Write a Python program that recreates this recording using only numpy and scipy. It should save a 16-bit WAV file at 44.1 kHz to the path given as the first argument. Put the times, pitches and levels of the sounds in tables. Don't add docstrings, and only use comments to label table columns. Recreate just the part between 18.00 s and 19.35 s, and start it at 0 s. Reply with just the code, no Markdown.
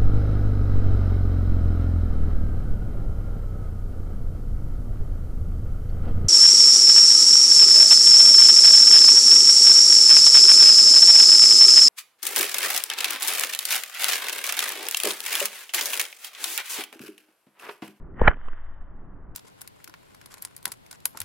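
import sys
import numpy as np
from scipy import signal
from scipy.fft import rfft, irfft
from scipy.io import wavfile

SR = 44100
rng = np.random.default_rng(int(sys.argv[2]) if len(sys.argv) > 2 else 0)


def int16_out(signal):
    q = np.round(np.clip(np.atleast_2d(signal).T, -1, 1) * 32767)
    wavfile.write(sys.argv[1], SR, q.astype(np.int16))


def attenuation_scalar(level_db):
    decades = np.asarray(level_db, float) / 20
    return 10 ** decades


N = 59535


def read(points, hz):
    f, value = np.transpose(points)
    return np.interp(np.log(hz + 1), np.log(f + 1), value)


def over_time(curve):
    return np.interp(np.arange(N) / SR, *np.transpose(curve))


def sides(pan_db):
    left_right = attenuation_scalar(np.array([[pan_db], [-pan_db]]) / 2)
    return left_right / np.cosh(pan_db * np.log(10) / 40)


# f/Hz, likeness/0..1
PORT_LIKENESS = [(60, 0.98), (120, 1), (230, 0.92), (460, 0.53), (920, 0.8), (1820, 0.94), (3600, 0.12)]


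def noise(spectrum, like, flutter_hz, flutter_db):
    hz = np.fft.rfftfreq(N, 1 / SR)
    left, other, slow = rfft(rng.standard_normal((3, N)), axis=1)
    same = np.clip(like * read(PORT_LIKENESS, hz), 0, 1)
    right = same * left + np.sqrt(1 - same ** 2) * other
    x = irfft(np.array([left, right]) * attenuation_scalar(read(spectrum, hz)), N, axis=1)
    flutter = irfft(slow * np.exp(-(hz / flutter_hz) ** 2), N)
    x = x * attenuation_scalar(flutter_db * flutter / flutter.std())
    return x / x.std()


def pushes(table):
    t = np.arange(N) / SR
    out = np.zeros((2, N))
    for s, width, db, way, pan_db in table:
        out += np.sign(way) * attenuation_scalar(db) * sides(pan_db) * np.exp(-((t - s) / width) ** 2)
    return out


# f/Hz, level/dB
PUFF = [(100, -20), (300, 1), (1000, -0.5), (2400, -8.5), (3400, -19), (4200, -52.5), (5000, -100)]
# f/Hz, phase/radians
PORT_LEAD = [(400, .7), (800, 1.1), (1400, .6), (1800, .4), (3000, .5)]


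def rings(table, puff_db, rise_share=.7):
    out, t = np.zeros((2, N)), np.arange(N) / SR
    wobble = .03
    puff = attenuation_scalar(puff_db) * noise(PUFF, like=1.02, flutter_hz=306.7, flutter_db=5.0)
    for s, hz, db, ring, pan_db in table:
        u = np.clip((t - s) / ring, -30, 30)
        shape = 2 / (np.exp(-u * 2 / rise_share) + np.exp(u * 1.5))
        lead = np.array([[0], [read(PORT_LEAD, hz)]])
        bend = wobble * hz * ring * np.sin(2.5 * u)
        tone = np.cos(2 * np.pi * hz * (t - s) + lead + bend)
        out += attenuation_scalar(db) * sides(pan_db) * shape * (tone + puff)
    return out


# f/Hz, level/dB
AIR = [(200, -19.5), (600, 2.5), (1200, 1), (1800, -8), (2200, -18), (3200, -35), (4000, -53.5),
       (5000, -100)]


def forest_air():
    return attenuation_scalar(-59.5) * noise(AIR, like=1.01, flutter_hz=30.14, flutter_db=0.4)


# f/Hz, level/dB
ECHO = [(200, -22.5), (600, -8), (1300, -1), (1900, -0.5), (2400, -18), (3050, -15), (3700, -23.5),
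        (4600, -91)]


def forest_echo():
    start_s, rise_s, level_db, t60_s = 0.32, 0.09, -48.5, 1.67
    u = np.maximum(np.arange(N) / SR - start_s, 0)
    tail = (1 - np.exp(-u / rise_s)) * attenuation_scalar(level_db - 60 * u / t60_s)
    return tail * noise(ECHO, like=1.1, flutter_hz=59.2, flutter_db=1.0)


# f/Hz, level/dB
RUMBLE = [(3, -10), (10, 2), (25, -10), (50, -14), (80, -25.5), (150, -46), (300, -92.5)]


def wind():
    return attenuation_scalar(-36.5) * noise(RUMBLE, like=.9, flutter_hz=6.6, flutter_db=0.5)


# f/Hz, level/dB
RUSTLE = [(40, -35), (90, 2), (200, -2), (400, -7), (600, -20), (900, -46.5), (1500, -86.5)]
# t/s, level/dB
SLEEVE = [(0.0, -50.5), (0.15, -50), (0.258, -40), (0.45, -65.5), (0.526, -66), (0.804, -63.5), (1.0, -56),
          (1.12, -54.5), (1.244, -56), (1.35, -55)]


def sleeve():
    return attenuation_scalar(over_time(SLEEVE) + 4) * noise(RUSTLE, like=.98, flutter_hz=25, flutter_db=1.0)


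# t/s of peak, f/Hz, level/dB, ring/s, pan/dB (left over right)
CREAKS = [
    (.105, 1500, -58, 0.0037, 3.5),
    (.143, 1890, -55, .0012, 2),
    (.172, 2000, -61, 0.0051, -1),
    (.195, 3000, -64, 0.0031, 6),
    (.1965, 810, -33, .003, 4.5),
    (.199, 455, -39, 0.0057, 6),
]


def draw_creaks():
    return rings(CREAKS, puff_db=-7)


# t/s of peak, f/Hz, level/dB, ring/s, pan/dB
LANDING = [(0.58, 1500, -49, 0.0014, 3), (.477, 760, -43, 0.0018, -1), (.4850, 1080, -36, 0.0025, -6.5),
           (.4852, 470, -47, .002, -6), (.483, 280, -45, .004, -4), (.532, 300, -49, .005, 1),
           (.4851, 750, -49, .002, -4), (.5395, 2300, -54, .001, 1), (.5323, 1550, -38, 0.0015, -2),
           (0.459, 1200, -49, 0.003, 0), (.588, 1890, -50, 0.00079, 6), (.696, 596, -65, 0.0015, 6.5)]


def landing():
    return rings(LANDING, puff_db=-9, rise_share=.35)


# t/s, half width/s, level/dB, push/+1 or -1, pan/dB
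JOLTS = [(.2165, 0.0056, -12.5, -1, -1.5), (.2325, 0.0055, -12.5, -1, -0.5), (.245, .004, -23.5, 1, -5),
         (.263, 0.0091, -9.5, 1, -2.5), (.2805, .003, -28, -1, -1), (.2788, .0014, -18, 1, -8),
         (.2818, .0014, -18, -1, -20), (.2885, .0045, -10, 1, -1), (.299, 0.0064, -18, -1, -22.5),
         (.415, .01, -32, 1, 0), (.295, 0.0054, -22.5, 1, 20), (.342, .012, -31.5, 1, -12.5),
         (.47, 0.027, -25, -1, -4), (.525, 0.0224, -24.5, 1, -3.5)]


def recoil():
    return pushes(JOLTS)


# t/s of peak, f/Hz, level/dB, ring/s, pan/dB
FLAPS = [(.306, 1680, -29, 0.0014, 5.5), (.3095, 800, -33, 0.0014, -10), (.297, 3000, -43, .002, -3),
         (.314, 3000, -48, .002, 0), (.3145, 1520, -28.5, 0.0018, 1.5), (.333, 1340, -35.5, 0.0017, -5),
         (.335, 3050, -52, 0.0028, 3.5), (.343, 1660, -37.5, 0.0015, 1), (.3435, 2330, -49, 0.0024, -3),
         (.371, 493, -41, 0.0013, -3), (.390, 1390, -48, 0.0022, -1), (.4143, 1600, -41.5, 0.0013, -2)]


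def flaps():
    return rings(FLAPS, puff_db=-8, rise_share=.4)


# t/s, level/dB
SWISH_SPEED = [(0.17, -56), (0.196, -42), (0.226, -37), (0.264, -26), (0.274, -28), (0.288, -24.5),
               (0.3, -38), (0.31, -35), (0.36, -61.5)]
# f/Hz, level/dB
SWISH_TONE = [(100, -28), (300, 1), (800, -0.5), (1450, -0.5), (1900, -2.5), (2500, -15.5), (3070, -21),
              (4100, -46.5), (5000, -100)]
# t/s, f/Hz
WHISTLE = [
    (.19, 1850),
    (.24, 1850),
    (.264, 1400),
    (.3, 1500),
]


def swish():
    t = np.arange(N) / SR
    gate = np.clip((t - .15) / 0.01, 0, 1) * np.clip((.42 - t) / 0.079, 0, 1)
    level_db = np.minimum(over_time(SWISH_SPEED) + 0.5, -24)
    air = noise(SWISH_TONE, like=0.98, flutter_hz=149, flutter_db=1)
    whistle_width_hz, whistle_db = 350, -10
    turn = np.exp(2j * np.pi * np.cumsum(over_time(WHISTLE)) / SR)
    r = np.exp(-np.pi * whistle_width_hz / SR)
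    whistle = (turn * signal.lfilter([1], [1, -2 * r, r * r], air / turn)).real
    return gate * attenuation_scalar(level_db) * (air + attenuation_scalar(whistle_db) * whistle / whistle.std())


# t/s, half width/s, level/dB, push/+1 or -1, pan/dB
POPS = [
    (.2156, .0004, -12, 1, 8),
    (.21615, .00028, -11, -1, 12),
    (.2167, .0003, -22, 1, -14),
    (.2176, .0003, -15, 1, 14),
    (.2183, .00042, -6.5, -1, 14),
    (.21812, .0004, -18, -1, -20),
]
# t/s, half width/s, level/dB, push/+1 or -1, pan/dB
AFTERPOPS = [
    (.2206, .0004, -18, -1, 8),
    (.2227, .0006, -18, -1, 8),
    (.2255, .0005, -22, 1, 6),
    (.4838, .0005, -40, -1, -8),
]


def pouch_pops():
    return pushes(POPS) + pushes(AFTERPOPS)


# t/s of peak, f/Hz, level/dB, ring/s, pan/dB
SLAPS = [(.2762, 1400, -9, .0022, -2), (.2791, 1700, -5, .0024, -0.5), (.2785, 1150, -9, .0015, -4.5),
         (.2809, 850, -9, 0.0028, -1.5), (.2786, 2300, -13.5, .0025, -3), (.2796, 3030, -22, .004, -8.5),
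         (.2795, 3900, -39, .005, -10), (.2856, 1500, -20, .0015, -3), (.2755, 1400, -18, .0015, -8),
         (.2776, 1450, -15, .0008, 2), (.2885, 1750, -23, .002, -0.5), (.2802, 2050, -15, .002, 2),
         (.2175, 3300, -49.5, 0.0021, 2.5)]


def slaps():
    return rings(SLAPS, puff_db=-19.5)


# t/s, half width/s, level/dB, push/+1 or -1, pan/dB
BLOW = [
    (.2826, .00035, -8, -1, -5),
    (.28315, .00022, -8, 1, -20),
    (.2833, .0002, -11, 1, 20),
    (.28365, .00018, -16, -1, -10),
    (.2842, .0002, -16, -1, 10),
]


def fork_blow():
    return pushes(BLOW)


def housing(x):
    ring_hz, width_hz, boost_db = 3050, 58, 7.5
    hz = np.fft.rfftfreq(N, 1 / SR)
    bell = boost_db / (1 + (2 * (hz - ring_hz) / width_hz) ** 2)
    return irfft(rfft(x, axis=1) * attenuation_scalar(bell), N, axis=1)


def scene():
    airborne = forest_air() + forest_echo() + draw_creaks() + landing() + swish()
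    near = wind() + sleeve() + recoil() + flaps() + pouch_pops() + slaps() + fork_blow()
    return near + housing(airborne)


# t/s, half width/s, level/dB, push/+1
# or -1, pan/dB
TICKS = [
    (.27855, .00004, -33, -1, -30),
    (.27912, .00004, -34, -1, -30),
    (.27959, .00003, -49, -1, -14),
    (.27381, .00005, -50, 1, -3),
    (.27672, .00005, -53, 1, -3),
    (.28252, .00005, -50, -1, -7),
]


def faint_ticks():
    return pushes(TICKS)


def top_cut(x):
    return signal.sosfilt(signal.butter(12, 16000, fs=SR, output="sos"), x)


def record(dry):
    ceiling, edge_hz = .92, 4210
    held = dry / (1 + (abs(dry) / ceiling) ** 16) ** (1 / 16)
    low_pass = signal.firwin(151, edge_hz, window=("kaiser", 9), fs=SR)
    dull = signal.oaconvolve(held, low_pass[None], "same")
    return top_cut(dull + faint_ticks())


dry = scene()
out = record(dry)
int16_out(out)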